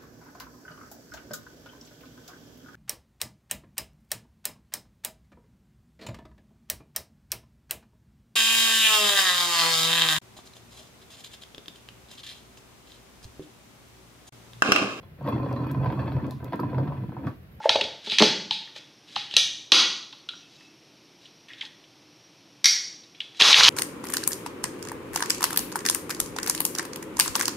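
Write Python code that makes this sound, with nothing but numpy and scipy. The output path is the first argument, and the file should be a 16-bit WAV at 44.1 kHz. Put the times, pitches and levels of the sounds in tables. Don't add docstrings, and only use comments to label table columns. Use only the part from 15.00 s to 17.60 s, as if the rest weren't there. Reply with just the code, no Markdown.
import sys
import numpy as np
from scipy import signal
from scipy.fft import rfft, irfft, next_fast_len
from scipy.io import wavfile
from scipy.ndimage import uniform_filter1d, map_coordinates

SR = 44100
rng = np.random.default_rng(int(sys.argv[2]) if len(sys.argv) > 2 else 0)


def master(y):
    cut = np.clip(np.atleast_2d(y).T, -1, 1)
    pcm = np.round(cut * 32767)
    wavfile.write(sys.argv[1], SR, pcm.astype(np.int16))


N = 114660
T = np.arange(N) / SR
SIDES = np.array([[.5], [-.5]])

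# f/Hz, level/dB
FLOOR_SHAPE = [(18, -28), (30, 4.5), (105, -1.5), (193, -2.5), (257, -17.5), (391, -14.5), (952, -26),
               (1980, -26.5), (2200, -27), (4020, -36), (7950, -48), (12400, -38.5), (15700, -39)]
# f/Hz, correlation (-1 to 1)
FLOOR_LIKENESS = [(60, 1), (240, 0.89), (950, -0.038), (3770, -0.25), (15000, -0.13)]
FLOOR_DB = -47
HISS_TOP_HZ, TOP_HZ = 15800, 16600

# t/s, level/dB, brightness level/dB against the dull part, scrape decay/s
CATCHES = [(0.029, -45.5, 2, 0.0042), (0.185, -51, -6, 0.0044), (0.21, -41, -16, 0.01),
           (0.2493, -36, -14, 0.0063), (0.264, -41, -21.5, 0.0017), (0.275, -24.5, -0.5, 0.0017),
           (0.283, -33, -6, 0.014), (0.322, -29, -7.5, 0.0051), (0.36, -30, -15, 0.0053),
           (0.379, -37, -2, 0.004), (0.398, -30, -19, 0.0034), (0.429, -25.5, -10.5, 0.0026),
           (0.436, -29.5, -25, 0.0042), (0.460, -22.5, -12, 0.0021), (0.508, -28, -9.5, 0.0024),
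           (0.667, -32.5, -6.5, 0.0032), (0.708, -35, 1.5, 0.0024), (0.746, -27.5, -7, 0.0025),
           (0.844, -26, -7, 0.0027), (0.859, -22.5, -11, 0.0046), (0.901, -26, -6.5, 0.0027),
           (0.924, -28.5, -7, 0.0048), (0.993, -24, -8.5, 0.0045), (1.021, -36, -15, 0.0067),
           (1.058, -23.5, -18, 0.0027), (1.079, -29.5, -8, 0.0034), (1.119, -26.5, -10, 0.0038),
           (1.165, -28, -6.5, 0.0037), (1.211, -38, -14.5, 0.0017), (1.243, -34.5, -9, 0.0076),
           (1.403, -37.5, -13, 0.0041), (1.427, -38.5, -28, 0.015), (1.477, -41, -22, 0.0048),
           (1.523, -20.5, -11, 0.0018), (1.532, -23.5, -9.5, 0.0075), (1.593, -19, -13, 0.0029),
           (1.632, -23.5, -13.5, 0.0037), (1.688, -33.5, -21.5, 0.003), (1.716, -34, -13.5, 0.0046),
           (1.731, -22.5, -18, 0.0014), (1.745, -25, -14.5, 0.0072), (1.781, -18, -16.5, 0.0034),
           (1.795, -34, -24, 0.0043), (1.856, -39.5, -23, 0.0043), (1.876, -25.5, -12, 0.0023),
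           (1.921, -30, -14, 0.0034), (1.976, -39.5, -5, 0.0036), (2.036, -35, -14, 0.0045),
           (2.092, -35.5, -14, 0.0025), (2.120, -33, -25, 0.0044), (2.166, -26, -20, 0.0039),
           (2.249, -33, -18.5, 0.0023), (2.271, -31, -8, 0.0052)]
CATCH_RISE_S, CATCH_MIN_DECAY_S = .0008, .002
BLOW_DB = -1
# t/s, body level/dB, bright rasp level/dB
GRIND_LEVELS = [(.17, -77, -74), (.24, -62.5, -56), (.26, -38.5, -46.5), (.33, -41, -44.5), (.41, -48, -53),
                (.5, -40.5, -47), (.6, -40.5, -48), (.7, -46.5, -51), (.82, -42, -48), (.99, -39.5, -45.5),
                (1.12, -48, -47.5), (1.25, -42, -53), (1.31, -45.5, -50), (1.37, -78, -64.5),
                (1.45, -50, -55.5), (1.52, -59.5, -53), (1.66, -50, -53), (1.76, -43, -54.5),
                (1.96, -44.5, -52.5), (2.08, -66, -59.5), (2.16, -52.5, -62), (2.25, -42.5, -54),
                (2.3, -42.5, -58), (2.34, -64, -66)]
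# f/Hz, width/Hz of each of two stacked stages, level/dB
IRON_MODES = [(429.6, 48.6, 5.5), (545, 147, 8), (790, 119, 1), (1034, 206, 5.5), (1359, 170, -9.5),
              (1594, 205, -14), (1766, 200, -14.5), (2055, 168, -24), (2486, 136, -21.5),
              (2610, 190, -22.5), (3368, 250, -27.5), (4040, 79, -28), (4393, 320, -30.5), (5400, 350, -40)]
# f/Hz, level/dB
IRON_BROAD = [(300, -22), (450, -9.5), (1100, -12.5), (1700, -19), (3000, -31.5), (5000, -42.5),
              (7000, -63.5)]
BRIGHT_HZ, IRON_TOP_HZ = 1285, 6200
CATCH_BROAD_DB, GRIND_BROAD_DB = 12, 5
MODE_FLUTTER_PER_S, MODE_FLUTTER_DB, CATCH_FLUTTER_DB = 49, 3.5, 1.5
MODES_FADE_DB_PER_S = 3
GRAINS_PER_S, GRAIN_SPREAD_DB, GRAIN_CAP_DB = 700, 3, 13
SMOOTH_DB, FLUTTER_DB = -7, -0.14
JUDDER = 0.16

# t/s, level/dB
BOOM_LEVELS = [(0.17, -73.5), (0.21, -43.5), (0.29, -26.5), (0.31, -37.5), (0.36, -25.5), (0.39, -38),
               (0.43, -28.5), (0.45, -31.5), (0.64, -30), (0.69, -36), (0.72, -26.5), (0.75, -36.5),
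               (0.77, -24.5), (0.8, -24.5), (0.82, -27), (0.88, -25), (0.93, -36), (1.03, -24.5),
               (1.11, -38.5), (1.13, -26.5), (1.18, -25), (1.21, -55), (1.24, -30), (1.3, -42.5),
               (1.46, -36.5), (1.49, -36.5), (1.53, -53), (1.58, -65.5), (1.6, -37.5), (1.67, -26),
               (1.7, -49), (1.74, -29.5), (1.82, -26), (1.86, -41.5), (1.9, -28), (1.94, -38.5),
               (1.96, -37.5), (2.05, -25.5), (2.07, -71.5), (2.09, -28.5), (2.15, -75), (2.18, -31),
               (2.22, -62.5), (2.27, -26.5), (2.29, -34.5), (2.36, -66)]
# t/s, level/dB
WALL_LEVELS = [(0.17, -68), (0.21, -48), (0.28, -31.5), (0.32, -35.5), (0.35, -25), (0.41, -37),
               (0.76, -36), (0.82, -49.5), (0.95, -31), (1.04, -43), (1.06, -32), (1.21, -46), (1.24, -29),
               (1.36, -46.5), (1.41, -56), (1.45, -41), (1.48, -51), (1.55, -30.5), (1.58, -38.5),
               (1.61, -28.5), (1.69, -38.5), (1.86, -34), (1.91, -44.5), (2.22, -43), (2.28, -30.5),
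               (2.36, -56)]
# f/Hz, width/Hz, level/dB
WALL_MODES = [(220, 167, -4), (289, 46.4, 4.5), (355.6, 42, -7.5)]
BOOM_HZ, BOOM_WANDER_HZ, BOOM_WIDTH_HZ = 130, 8, 34
BOOM_NOISE_DB, OVERTONE_DB = -2.5, -16
RUMBLE_DB, RUMBLE_HZ, RUMBLE_WIDTH_HZ = -10, 82, 36
SIZZLE_DB, SIZZLE_HZ, SIZZLE_OCTAVES = -26, 11300, 0.93

# start t/s, length/s, start f/Hz, end f/Hz, level/dB
WHISTLES = [(0.175, .06, 12300, 12700, -83), (0.387, 0.038, 13400, 12900, -68),
            (2.35, 0.045, 12400, 12800, -71), (2.41, 0.033, 12000, 12500, -75),
            (2.495, 0.048, 12600, 11800, -71), (2.542, .04, 11900, 12600, -73)]
WHISTLE_FLUTTER_DB = 5

# t/s, level/dB, left-right level/dB, t60/s, rustle level/dB against the snap, centre f/Hz
SNAPS = [(0.2291, -51.5, 6, 0.003, -40, 3520), (0.505, -57.5, 3, 0.0033, -40, 12000),
         (0.528, -38, -3, 0.0027, -42, 5440), (0.714, -44.5, 5, 0.029, -36, 13170),
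         (1.267, -52, 10, 0.011, -23.5, 5040), (1.309, -39.5, 5, 0.011, -20.5, 5550),
         (1.314, -51.5, -3, 0.0025, -39, 12700), (1.4445, -40, -4.5, 0.006, -56, 7050),
         (1.558, -48.5, 8.5, 0.008, -35, 7900), (2.268, -51, 8, 0.0064, -16, 5000)]
# f/Hz, level/dB
WRAP_COLOUR = [(2000, -0.5), (4000, 10), (7800, -4.5), (12500, 6.5), (16000, 0)]
PUFF_OCTAVES, RUSTLE_T60_S, RUSTLE_HZ = 1.2, 0.53, 4440

# t/s, level/dB, left-right level/dB, centre f/Hz of the top mode cluster
TICKS = [(0.268, -54, 15, 12100), (0.288, -45, 14.5, 12500), (0.669, -49, -5, 12200),
         (0.71, -58.5, -0.5, 13900), (0.848, -54, 3, 11800), (0.922, -51, 9, 12200),
         (1.124, -55, -4, 12100), (1.5294, -49.5, 2, 12300), (1.5987, -40.5, -1, 12500),
         (1.7856, -56, -4.5, 12300), (2.283, -57, 7, 12100)]
# f/Hz, level/dB, t60/s
STEEL_MODES = [(4450, -1.5, 0.04), (4900, -1.5, 0.02), (6570, -13, 0.01), (9100, -27, 0.018),
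               (10730, -10, .02), (14700, -24.5, 0.045)]
TICK_T60_S, TICK_SPLIT_HZ = .04, 350
TICK_RING_DB, CRACK_DB, CRACK_T60_S = -8.5, -17.5, .01

# f/Hz, level/dB, t60/s
CLUNK_MODES = [(1140, -2, 0.083), (1360, -3, 0.041), (1496, 2, 0.021), (1640, -5.5, 0.03),
               (3430, -27, 0.12)]
STOP_S, STOP_DB = 2.270, -32.5

# f/Hz, t60/s
ROOM_T60 = [(200, 0.39), (2000, 0.14), (10000, 0.12)]
# f/Hz, level/dB
ROOM_COLOUR = [(150, -18.5), (600, -9), (1200, -2), (2500, 0.5), (8000, 3.5)]
ECHO_BLOCK_S, ECHO_DELAY_S = .2, .003
SNAP_ROOM_DB = -8

# f/Hz, left-right level/dB
STEREO_LEAN = [(130, -0.55), (1000, 0), (4000, -0.5), (10000, 7.5)]
LAG_S = 5e-5
SHELF, BASS_HZ = .07, 62


def amp(db):
    return 10 ** (np.asarray(db) / 20)


def unit(x):
    return x / np.sqrt(np.mean(x ** 2) + 1e-20)


def along(points, hz):
    f, v = np.transpose(points)
    return np.interp(np.log(hz + 1), np.log(f + 1), v)


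def curves(rows):
    s, *columns = np.transpose(rows)
    return [amp(np.interp(T, s, column, -120, -120)) for column in columns]


def wobble(rate):
    knots = rng.standard_normal(int(N * rate / SR) + 4)
    return map_coordinates(knots, [T * rate])


def filtered(x, response):
    m = 2 * next_fast_len(N // 2 + SR // 4)
    f = np.fft.rfftfreq(m, 1 / SR)
    return irfft(rfft(x, m) * response(f), m)[..., :N]


def bell(f, hz, octaves):
    return amp(-6 * (np.log2((f + 1) / hz) / octaves) ** 2)


def modes(table):
    def response(f):
        return sum((-1) ** k * amp(db) * 1j * f * width / (hz * hz - f * f + 1j * f * width)
                   for k, (hz, width, db) in enumerate(table))
    return response


def causal(gain):
    c = irfft(np.log(gain + 1e-6))
    c[1:len(c) // 2] *= 2
    c[len(c) // 2 + 1:] = 0
    return np.exp(rfft(c))


def add(track, s, sound):
    part = track[..., round(s * SR):][..., :sound.shape[-1]]
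    part += sound[..., :part.shape[-1]]


def ring(table):
    t = T[:SR // 4]
    out = np.zeros(len(t))
    for hz, db, t60 in table:
        envelope = amp(db + rng.normal(0, 0.69) - 60 * t / t60)
        out += envelope * np.sin(2 * np.pi * hz * t + rng.uniform(0, 2 * np.pi))
    return out


def puff(t60, hz):
    t = T[:4096]
    burst = amp(-60 * t / t60) * rng.standard_normal(len(t))
    f = np.fft.rfftfreq(len(t), 1 / SR)
    return irfft(rfft(burst) * causal(bell(f, hz, PUFF_OCTAVES)))


def background():
    def shares(f):
        turn = np.arccos(np.clip(along(FLOOR_LIKENESS, f), -1, 1)) / 2
        return amp(along(FLOOR_SHAPE, f)) * (f < HISS_TOP_HZ) * [np.cos(turn), np.sin(turn)]

    mid, side = filtered(rng.standard_normal((2, N)), shares)
    return amp(FLOOR_DB) * unit(np.array([mid + side, mid - side]))


def grit(phase):
    size_db = np.minimum(GRAIN_SPREAD_DB * rng.exponential(size=N), GRAIN_CAP_DB)
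    hits = rng.random(N) < GRAINS_PER_S / SR
    grains = hits * rng.choice([-1, 1], N) * amp(size_db)
    mix = unit(grains) + amp(SMOOTH_DB) * rng.standard_normal(N)
    return unit(mix * amp(FLUTTER_DB * wobble(29.9)) * (1 + JUDDER * np.cos(phase)))


def casting(force, slope, broad_db, flutter_db):
    def parts(f):
        rings = [amp(db) * modes([(hz, width, 0)])(f) ** 2 for hz, width, db in IRON_MODES]
        return np.array(rings + [-causal(amp(broad_db + along(IRON_BROAD, f)))])

    def response(f):
        split = 1 / (1 + ((f + 1) / BRIGHT_HZ) ** slope) / np.sqrt(1 + (f / IRON_TOP_HZ) ** 8)
        bank = parts(f)
        power = np.mean(np.sum(np.abs(bank * split) ** 2, axis=0))
        return bank * causal(split) / np.sqrt(power)

    fed = [amp(flutter_db * wobble(MODE_FLUTTER_PER_S)) * part for part in filtered(force, response)]
    *rings, broad = fed
    fade = amp(MODES_FADE_DB_PER_S * (T.mean() - T))
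    return fade * sum(rings) + broad


def swivel(phase):
    dull, bright, t = np.zeros(N), np.zeros(N), T[:SR // 8]
    for s, db, bright_db, decay in CATCHES:
        shape = (1 - np.exp(-t / CATCH_RISE_S)) * np.exp(-t / max(decay, CATCH_MIN_DECAY_S))
        impulse = np.arange(len(t)) == round(CATCH_RISE_S * SR)
        blow = amp(BLOW_DB) * np.linalg.norm(shape) * impulse
        scrape = shape * rng.standard_normal(len(t))
        force = amp(db) * (blow + scrape)
        add(dull, s, force)
        add(bright, s, amp(bright_db) * force)

    level, rasp = curves(GRIND_LEVELS)
    grind = casting(level * grit(phase), 3.4, GRIND_BROAD_DB, MODE_FLUTTER_DB)
    grind += casting(rasp * grit(phase), -5, GRIND_BROAD_DB, MODE_FLUTTER_DB)
    catches = casting(dull, 2.95, CATCH_BROAD_DB, CATCH_FLUTTER_DB)
    catches += casting(bright, -3, CATCH_BROAD_DB, CATCH_FLUTTER_DB)
    return grind + catches


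def carton(phase):
    def noise(table):
        lowpassed = lambda f: modes(table)(f) / (1 + (f / 450) ** 4)
        return unit(filtered(rng.standard_normal(N), lowpassed))

    (boom,), (thud,) = curves(BOOM_LEVELS), curves(WALL_LEVELS)
    tone = unit(np.cos(phase) + amp(OVERTONE_DB) * np.cos(2 * phase))
    air = unit(tone + amp(BOOM_NOISE_DB) * noise([(BOOM_HZ, BOOM_WIDTH_HZ, 0)]))
    bench_level = amp(RUMBLE_DB) * uniform_filter1d(boom, size=4000)
    bench = bench_level * noise([(RUMBLE_HZ, RUMBLE_WIDTH_HZ, 0)])
    return boom * air + bench + thud * noise(WALL_MODES)


def sizzle(phase):
    _, rasp = curves(GRIND_LEVELS)
    band = lambda f: bell(f, SIZZLE_HZ, SIZZLE_OCTAVES) * (f < HISS_TOP_HZ)
    grains = np.array([grit(phase), grit(phase)])
    return amp(SIZZLE_DB) * rasp * unit(filtered(grains, band))


def whistles():
    out = np.zeros((2, N))
    for s, length, from_hz, to_hz, db in WHISTLES:
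        u = T[:int(length * SR)] / length
        level = amp(db + WHISTLE_FLUTTER_DB * wobble(200)[:len(u)]) * np.sin(np.pi * u) ** .5
        glide_hz = from_hz + (to_hz - from_hz) * u
        add(out, s, level * np.sin(2 * np.pi * np.cumsum(glide_hz) / SR))
    return out


def wrap_snaps():
    out = np.zeros((2, N))
    for s, db, pan_db, t60, rustle_db, hz in SNAPS:
        snap = puff(max(t60, .002), hz)
        rustle = amp(rustle_db) * puff(RUSTLE_T60_S, RUSTLE_HZ)
        add(out, s, amp(db + SIDES * pan_db) * (snap + rustle))
    return filtered(out, lambda f: amp(along(WRAP_COLOUR, f)))


def handle_ticks():
    rings, cracks = np.zeros((2, N)), np.zeros((2, N))
    for s, db, pan_db, hz in TICKS:
        cluster = [(hz + TICK_SPLIT_HZ * d, -4 * abs(d), TICK_T60_S) for d in rng.normal(size=4)]
        level = amp(db + SIDES * pan_db)
        add(rings, s, level * amp(TICK_RING_DB) * ring(STEEL_MODES + cluster))
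        add(cracks, s, level * amp(CRACK_DB) * puff(CRACK_T60_S, hz))
    return rings + filtered(cracks, lambda f: amp(along(WRAP_COLOUR, f)))


def stop_clunk():
    out = np.zeros(N)
    add(out, STOP_S, amp(STOP_DB) * ring(CLUNK_MODES))
    return out


def room(x):
    wet = np.zeros((2, N))
    for s in np.arange(0, N / SR + ECHO_BLOCK_S, ECHO_BLOCK_S):
        hz, t, z = signal.stft(rng.standard_normal((2, SR // 3)), SR, nperseg=256)
        decay = amp(-60 * t / along(ROOM_T60, hz)[:, None])
        tail = signal.istft(z * decay, SR, nperseg=256)[1]
        start = max(s - ECHO_BLOCK_S, 0)
        fade = np.clip(1 - np.abs(T - s) / ECHO_BLOCK_S, 0, 1)
        piece = (x * fade)[:, round(start * SR):round((s + ECHO_BLOCK_S) * SR)]
        echo = signal.fftconvolve(piece, tail / np.linalg.norm(tail[0]), axes=1)
        add(wet, start + ECHO_DELAY_S, echo)
    return filtered(wet, lambda f: amp(along(ROOM_COLOUR, f)))


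def scene():
    def place(f):
        return amp(SIDES * along(STEREO_LEAN, f)) * np.exp(2j * np.pi * f * SIDES * LAG_S)

    phase = 2 * np.pi * np.cumsum(BOOM_HZ + BOOM_WANDER_HZ * wobble(25.06)) / SR
    vise = filtered(carton(phase) + swivel(phase) + stop_clunk(), place)
    clicks = handle_ticks() + wrap_snaps()
    echoes = room(vise + amp(SNAP_ROOM_DB) * clicks)
    return vise + clicks + echoes + sizzle(phase) + background() + whistles()


def record(dry):
    def response(f):
        bass_drop = 1 / (1 + (BASS_HZ / (f + 1)) ** 8)
        return (f < TOP_HZ) * (SHELF + bass_drop)

    return filtered(dry, response)


dry = scene()
out = record(dry)
master(out)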